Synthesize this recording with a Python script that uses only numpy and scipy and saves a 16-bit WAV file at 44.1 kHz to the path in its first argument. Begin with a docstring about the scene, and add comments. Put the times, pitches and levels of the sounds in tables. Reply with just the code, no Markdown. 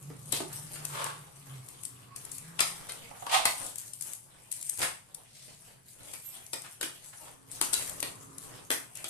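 """Slitting a bubble-wrapped parcel

Hands turn a parcel on a tiled floor and cut its wrap with a craft knife, close to a phone.
The film crinkles, snaps as creases flip and pops as it bursts. The blade sticks and slips in short
rasping strokes, the box thuds, and a small hard room rings. An engine and traffic drone far outside."""
import sys
import numpy as np
from scipy import signal
from scipy.fft import rfft, irfft, next_fast_len
from scipy.io import wavfile
from scipy.ndimage import map_coordinates

SR = 44100
rng = np.random.default_rng(int(sys.argv[2]) if len(sys.argv) > 2 else 0)


def to_wav(s):
    """Save 16-bit WAV."""
    ch = np.atleast_2d(s).T  # columns
    pcm = np.round(np.clip(ch, -1, 1) * 32767)  # PCM
    wavfile.write(sys.argv[1], SR, pcm.astype(np.int16))


N = 400869

TOP_HZ = 13080
LEAD_IN_S = 0.004  # faint hiss before a crack
# film crack: (frequency [Hz], level [dB])
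CRACK_SPECTRUM = [(150, -55), (2000, -10), (4000, -5), (6200, -0.5), (7300, 1), (10500, 3.5), (13000, 1)]
# hollow pop: (frequency [Hz], level [dB])
POP_SPECTRUM = [(80, -8.5), (250, -6.5), (700, -1), (1500, 1), (5000, -1.5), (11000, -31)]
# large creases flip: (time [s], relative crack level [dB])
CREASE_FLIPS = [(0.529, -34), (0.851, -23), (1.042, -23.5), (1.686, -35), (1.834, -33.5), (1.851, -27.5),
                (2.161, -30), (2.25, -31.5), (2.316, -29), (2.382, -29.5), (2.92, -31.5), (3.664, -30),
                (3.757, -29.5), (3.783, -26), (3.934, -31.5), (4.01, -27.5), (4.022, -28), (4.133, -29),
                (4.516, -25.5), (4.524, -25), (4.563, -39), (4.613, -32), (4.626, -30.5), (4.695, -19.5),
                (4.774, -28), (5.146, -30), (6.464, -37), (6.538, -30), (6.619, -33), (7.514, -34),
                (7.622, -21), (7.895, -27), (8.002, -24.5), (8.382, -30), (8.713, -20), (8.953, -32.5),
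                (8.971, -32)]
# wrap bursts: (time [s], relative crack level [dB], relative pop level [dB], tear time [s], pitch [Hz])
WRAP_BURSTS = [(0.323, -15, -38.5, 0.0011, 3900), (2.604, -13, -28, 0.0012, 2827),
               (2.89, -30, -43.5, 0.003, 2400), (3.453, -12.5, -27, 0.0013, 2600),
               (6.134, -31, -51, 0.0018, 2250), (6.532, -27.5, -39, 0.00085, 2280),
               (6.811, -24.5, -41.5, 0.00055, 3730), (6.827, -25.5, -37.5, 0.0015, 1630),
               (7.613, -16.5, -36, 0.00057, 3150), (7.731, -15.5, -41, 0.0016, 2810),
               (7.74, -15, -50.5, 0.00046, 3950), (8.027, -23, -37.5, 0.00058, 1880),
               (8.704, -20.5, -31, 0.00043, 2050), (8.72, -24.5, -47.5, 0.0029, 1966),
               (9.042, -29.5, -43, 0.00098, 3350)]


def amp(db):
    """Decibels to gain."""
    return 10 ** (np.asarray(db) / 20)


def unit(x):
    """Scale to rms 1."""
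    return x / np.sqrt(np.mean(x ** 2) + 1e-20)


def along(points, hz):
    """Interpolate (Hz, value) points on a log axis."""
    f, v = np.transpose(points)
    return np.interp(np.log(hz + 1), np.log(f + 1), v)


def curves(rows):
    """One value per sample for each column after the time."""
    s, *cols = np.transpose(rows)
    return [np.interp(np.arange(N) / SR, s, c) for c in cols]


def wobble(knots_per_s):
    """Smooth random curve."""
    knots = rng.standard_normal(int(N * knots_per_s / SR) + 4)
    return map_coordinates(knots, [np.arange(N) * knots_per_s / SR])


def colour(x, spectrum, size=2048):
    """Minimum-phase filter with the given spectrum."""
    cepstrum = irfft(np.log(amp(along(spectrum, np.fft.rfftfreq(size, 1 / SR)))))
    cepstrum[1:size // 2] *= 2
    cepstrum[size // 2 + 1:] = 0
    impulse = irfft(np.exp(rfft(cepstrum)))
    return signal.fftconvolve(x, impulse[None], axes=1)[:, :x.shape[1]]


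def resonate(x, modes):
    """Pass x through resonances: (frequency [Hz], width [Hz], level [dB])."""
    size = next_fast_len(x.shape[1] + SR // 2)
    f = np.fft.rfftfreq(size, 1 / SR)
    body = sum((-1) ** k * amp(db) * 1j * f * width / (hz * hz - f * f + 1j * f * width)
               for k, (hz, width, db) in enumerate(modes))
    return irfft(rfft(x, size) * body, size)[:, :x.shape[1]]


def add(track, s, x):
    """Mix x into the track from time s."""
    start = max(round(s * SR), 0)
    track[:, start:start + x.shape[1]] += x[:, :N - start]


def grains(length, per_s, spread_db):
    """Tiny random slips, mostly weak, different at each microphone."""
    strength = amp(spread_db * np.minimum(rng.exponential(size=length), np.pi))
    slipping = rng.random(length) < per_s / SR
    return unit(slipping * strength * rng.standard_normal((2, length)))


def burst(spectrum, life_s, uneven_db=3, bands=40, size=1024):
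    """Flurry of clicks with its own uneven resonances, slightly later on the right."""
    t = np.arange(size) / SR
    flurry = rng.standard_normal((1, size)) * t ** 2 * np.exp(-t / life_s)
    hz = np.geomspace(200, TOP_HZ, bands)
    band_db = along(spectrum, hz) + uneven_db * rng.standard_normal(bands)
    left = colour(flurry, [spectrum[0], *zip(hz, band_db)])[0]
    right = np.roll(left, rng.integers(2, 12))
    return np.array([left, right]) * np.sqrt(SR / 1000) / np.linalg.norm(left)


def in_room(x, left_db, wet_db, wall_s=0.0015):
    """Panned direct sound plus the tiled room's diffuse tail."""
    # room decay: (frequency [Hz], t60 [s])
    room_t60 = [(150, 0.29), (1000, 0.38), (4000, 0.31), (9000, 0.37), (14000, 0.27)]
    hz, t, noise = signal.stft(rng.standard_normal((2, SR // 2)), SR, nperseg=256)
    decay = amp(-60 * t / along(room_t60, hz)[:, None])
    onset = np.clip(t / wall_s - .5, 0, 1)
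    tail = signal.istft(noise * decay * onset, SR)[1]
    out = amp(wet_db) * signal.fftconvolve(x, tail / np.linalg.norm(tail[0]), axes=1)
    out[:, :x.shape[1]] += x * amp([[left_db / 2], [-left_db / 2]])
    return out


def moving_in_room(x, left_db, wet_db, block=16384):
    """The sound wanders with the hands: a new room tail for each block."""
    out = np.zeros((2, N))
    for i in range(0, N, block):
        add(out, i / SR, in_room(x[:, i:i + block], left_db, wet_db))
    return out


def effort(attack_s=0.019, release_s=0.015, settle_db=-19.5, settle_s=0.062):
    """Flex and rub in dB: grips swell, hold and let go; the film settles after each crack."""
    # hand grips: (time [s], length [s], relative crinkle level [dB], relative rub level [dB])
    grips = [(0, 1, -55.5, -64.5), (0.5, 0.46, -50, -54.5), (1.143, 0.74, -57, -62.5),
             (2.235, 0.87, -59, -59.5), (2.733, 0.99, -55.5, -60.5), (3.533, 0.16, -41, -67.5),
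             (3.771, 0.102, -48.5, -74), (3.983, 0.17, -47, -63), (4.498, 0.25, -50, -68.5),
             (4.778, 0.06, -32, -46), (5.262, 0.72, -63, -90), (5.974, 0.4, -51.5, -61.5),
             (6.393, 0.34, -57, -85), (6.878, 0.46, -52.5, -63), (7.457, 0.77, -54, -57),
             (7.505, 0.061, -44, -60.5), (7.763, 0.064, -38.5, -46), (8.188, 0.537, -63.5, -65),
             (8.95, 0.15, -51, -55.5)]
    t = np.arange(N) / SR
    flex_power, rub_power = np.full(N, amp(-63) ** 2), np.full(N, amp(-67.5) ** 2)  # parcel merely held
    for s, length_s, crinkle_db, rub_db in grips:
        release = np.exp(-np.clip((t - s - length_s) / release_s, 0, 20))
        hold = np.clip((t - s) / attack_s, 0, 1) * release
        flex_power += (amp(crinkle_db) * hold) ** 2
        rub_power += (amp(rub_db) * hold) ** 2
    settling = np.exp(-t[:SR] / settle_s)
    for s, crack_db, *_ in CREASE_FLIPS + WRAP_BURSTS:
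        add(flex_power[None], s, (amp(crack_db + settle_db) * settling[None]) ** 2)
    return 10 * np.log10(flex_power), 10 * np.log10(rub_power)


def roughen(x, depth_db=3.5):
    """Random louder and softer patches in the spectrum roughen the sound."""
    spectra = signal.stft(x, nperseg=256)[2]
    patch = np.outer(np.hanning(10), np.hanning(20))
    field = signal.fftconvolve(rng.standard_normal(spectra.shape[1:]), patch, "same")
    return signal.istft(spectra * amp(depth_db * unit(field)))[1][:, :x.shape[1]]


def ticks(flex_db):
    """Small creases flip at random, faster and harder with more flex."""
    out = np.zeros((2, N))
    chance, excess_db = rng.random(N), rng.uniform(2, 9, N)
    per_s = 400 * amp(flex_db / 2)
    for i in np.flatnonzero(chance < per_s / SR):
        add(out, i / SR, amp(flex_db[i] + excess_db[i]) * burst(CRACK_SPECTRUM, life_s=.0005))
    return moving_in_room(out, left_db=-1, wet_db=1)


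def handling():
    """The film crinkles and ticks while fingers rub over it."""
    # finger rub: (frequency [Hz], level [dB])
    rub_spectrum = [(100, 4.5), (280, 0), (550, 3.5), (900, 3), (1130, -0.5), (3000, -1.5), (7000, -10)]
    flex_db, rub_db = effort()
    crinkle = roughen(colour(grains(N, per_s=1400, spread_db=3), CRACK_SPECTRUM))
    crinkle = unit(crinkle) * amp(flex_db - 4.5 + 4.4 * wobble(25))
    crinkle = moving_in_room(crinkle, left_db=1, wet_db=0)
    rub = roughen(colour(grains(N, per_s=900, spread_db=1), rub_spectrum))
    rub = unit(rub) * amp(rub_db + 3.66 * wobble(12))
    return ticks(flex_db) + crinkle + moving_in_room(rub, left_db=-1.5, wet_db=3)


def engine():
    """A far engine slows, pulls away and fades; uneven firing makes it waver."""
    # engine drone: (time [s], firing rate [Hz], level [dB])
    drone = [(0, 148, -49), (1.1, 149.3, -50.5), (1.37, 145.8, -58.5), (1.5, 132.3, -45.5),
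             (1.7, 127.8, -55.5), (2.1, 114.7, -59), (2.55, 168.8, -52.5), (3.2, 150.5, -77)]
    firing_hz, level_db = curves(drone)
    phase = 2 * np.pi * np.cumsum(firing_hz * (1 + .035 * wobble(40))) / SR
    return amp(level_db + 3 * wobble(18)) * np.sin(phase)


def traffic(street_db=-64):
    """Far vehicles swell and fade over the street's steady rumble."""
    # vehicles: (time nearest [s], half passing time [s], rumble [dB], tyre hiss [dB], exhaust hum [dB])
    passes = [(0.3, 0.57, -52, -66, -74), (2.1, 1.19, -59.5, -64, -66.5), (8.151, 0.47, -58, -58.5, -57.5)]
    # street rumble: (frequency [Hz], level [dB])
    rumble_spectrum = [(20, -18.5), (85, -4.5), (125, 8), (155, 2.5), (220, -7), (500, -17), (1500, -30),
                       (6000, -37)]
    # tyre and exhaust resonances: (frequency [Hz], width [Hz], level [dB])
    tyre_modes = [(1120, 180, 0)]
    exhaust_modes = [(271.3, 4.5, 6.5), (408, 92, -7)]
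    t = np.arange(N) / SR
    power = sum(amp(dbs)[:, None] ** 2 * np.exp(-((t - s) / half_s) ** 2) for s, half_s, *dbs in passes)
    rumble_gain, tyre_gain, hum_gain = np.sqrt(power)
    mid, side = colour(rng.standard_normal((2, N)), rumble_spectrum, size=8192) * amp([[0], [-9]])
    rumble = unit(np.array([mid + side, mid - side])) * np.hypot(rumble_gain, amp(street_db))
    tyres = unit(resonate(rng.standard_normal((2, N)), tyre_modes)) * tyre_gain
    hum = unit(resonate(rng.standard_normal((2, N)), exhaust_modes)) * hum_gain
    return rumble + tyres + hum


def bumps(lean_from_s=5.2, free_db=-21.5, leaning_db=-3, push_s=0.0037):
    """The padded box thuds at knocks and at punctures, which jolt it harder once it leans."""
    # knocks on hands and floor: (time [s], relative level [dB])
    knocks = [(0.101, -43.5), (0.33, -37.5), (0.404, -31.5), (6.14, -55), (8.707, -37.5)]
    # padded box: (frequency [Hz], width [Hz], level [dB])
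    thud_modes = [(255, 37, 2.1), (434, 270, -2.1)]
    out = np.zeros((2, N))
    t = np.arange(SR // 10) / SR
    jolts = [(s, pop_db + (leaning_db if s > lean_from_s else free_db))
             for s, _, pop_db, *_ in WRAP_BURSTS]
    for s, db in knocks + jolts:
        push = rng.standard_normal((1, len(t))) * np.exp(-t / push_s)
        thud = unit(resonate(push, thud_modes)) * np.ones((2, 1))
        add(out, s, amp(db - 14) * in_room(thud, left_db=-2, wet_db=3.5))
    return out


def crack(crack_db, life_s, wet_db, lead_in_db=-10):
    """A faint, short hiss leads into a bright crack."""
    click = burst(CRACK_SPECTRUM, life_s, uneven_db=2)
    click = np.pad(click, ((0, 0), (round(LEAD_IN_S * SR), 0)))
    add(click, 0, amp(lead_in_db) * burst(CRACK_SPECTRUM, life_s=LEAD_IN_S / 2))
    return amp(crack_db - 1.5) * in_room(click, left_db=7.5, wet_db=wet_db)


def pop(pop_db, life_s):
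    """Hollow pop of the air and card under the film."""
    return amp(pop_db + 11.5) * in_room(burst(POP_SPECTRUM, life_s, uneven_db=1), left_db=2, wet_db=3)


def ring(crack_db, life_s, hz):
    """The released film rings briefly in its two lowest membrane modes."""
    blow = burst(POP_SPECTRUM, life_s, uneven_db=4.5)
    width_hz = 0.094 * hz
    tone = resonate(blow, [(hz, width_hz, 0), (1.66 * hz, width_hz, -4)])
    tone *= np.linalg.norm(blow) / np.linalg.norm(tone)
    return amp(crack_db - 9.5) * in_room(tone, left_db=4, wet_db=1)


def punctures():
    """Stretched wrap gives way: crack, pop and ring."""
    out = np.zeros((2, N))
    for s, crack_db, pop_db, tear_s, film_hz in WRAP_BURSTS:
        add(out, s - LEAD_IN_S, crack(crack_db, tear_s, wet_db=-2))
        add(out, s, pop(pop_db, tear_s) + ring(crack_db, tear_s, film_hz))
    return out


def blade(fall_per_rise=1.38, judder_db=3, judder_per_s=130):
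    """The blade sticks and slips through taut film; pressed on the box, it rings the card."""
    # cuts: (peak time [s], rise [s], relative level [dB], card share [0-1], film pitch [Hz])
    strokes = [(0.361, 0.02, -36.5, 0.04, 3860), (1.0, 0.058, -35, 0.07, 1080),
               (1.068, 0.0067, -38, 0, 1140), (2.595, 0.0025, -23.5, 0.14, 2870),
               (3.113, 0.0017, -41, 1, 891), (3.225, 0.0024, -35, 0.9, 890),
               (3.268, 0.0018, -27.5, 0.46, 1090), (3.348, 0.028, -24, 0.4, 3270),
               (3.462, 0.011, -33.5, 1, 710), (4.83, 0.021, -31, 0.08, 1790), (5.42, 0.078, -54, 0, 4600),
               (6.661, 0.015, -48, 0, 1390), (7.137, 0.0075, -51, 0.1, 1643),
               (8.981, 0.015, -51.5, 0, 2206)]
    # blade rasp: (frequency [Hz], level [dB])
    rasp_spectrum = [(100, -38), (300, -10.5), (700, -6), (1300, -44), (1900, -3), (3300, -5.5),
                     (6000, -20.5), (9000, -9.5), (13000, -16.5)]
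    # hollow box: (frequency [Hz], width [Hz], level [dB])
    card_modes = [(677, 200, 1.5), (793, 170, 7), (1127, 84, 1.5), (1210, 140, -1.5), (3020, 710, -22.5)]
    out = np.zeros((2, N))
    t = np.arange(SR) / SR - 1 / 4
    for s, rise_s, db, card_share, film_hz in strokes:
        # force swells, then falls as the film yields
        force = np.where(t < 0, np.exp(-(t / rise_s) ** 2 / 2), np.exp(-abs(t) / (fall_per_rise * rise_s)))
        slips = grains(len(t), per_s=14000, spread_db=2) * force
        slips *= amp(judder_db * wobble(judder_per_s)[:len(t)])
        film_tone = unit(resonate(slips, [(film_hz, 0.67 * film_hz, 0)]))
        film = unit(unit(colour(slips, rasp_spectrum)) + 4.1 * film_tone)
        card = unit(resonate(slips, card_modes)) * amp([[-2.5], [2.5]])  # nearer the right microphone
        rasp = np.sqrt(1 - card_share) * film + np.sqrt(card_share) * card
        add(out, s + t[0], amp(db) * np.std(force) * in_room(rasp, left_db=2.5, wet_db=0))
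    return out


def creases():
    """Each large crease flips with one thin crack."""
    out = np.zeros((2, N))
    for s, db in CREASE_FLIPS:
        add(out, s - LEAD_IN_S, crack(db, life_s=0.00085, wet_db=-6))
    return out


def squeaks():
    """Two thin, wavering squeaks, one mid-pitched and one very high, swell and fade."""
    # squeaks: (peak time [s], swell time [s], pitch [Hz], level [dB])
    tones = [(2.125, 0.02, 1112, -54), (6.273, 0.02, 12680, -40.5)]
    out = np.zeros((2, N))
    t = np.arange(N) / SR
    for s, swell_s, hz, db in tones:
        phase = 2 * np.pi * np.cumsum(hz + 20 * wobble(200)) / SR
        out += amp(db) * np.exp(-abs(t - s) / swell_s) * np.sin(phase)
    return in_room(out, left_db=-2, wet_db=0)[:, :N]


def scene():
    """Parcel work over the street's drone."""
    return creases() + punctures() + handling() + blade() + squeaks() + bumps() + engine() + traffic()


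def record(dry):
    """The left microphone's port rings in the treble; the phone cuts off above TOP_HZ."""
    # port response: (frequency [Hz], gain [dB])
    left_port = [(5500, -1), (7000, 2.5), (8600, 9), (10000, 5.5), (12500, -1.5)]
    heard = np.vstack([colour(dry[:1], left_port), dry[1:]])
    size = next_fast_len(N + SR // 2)
    hz = np.fft.rfftfreq(size, 1 / SR)
    passband = amp(-np.clip((hz - TOP_HZ) / 25, 0, 100))
    return irfft(rfft(heard, size) * passband, size)[:, :N]


dry = scene()
out = record(dry)
to_wav(out)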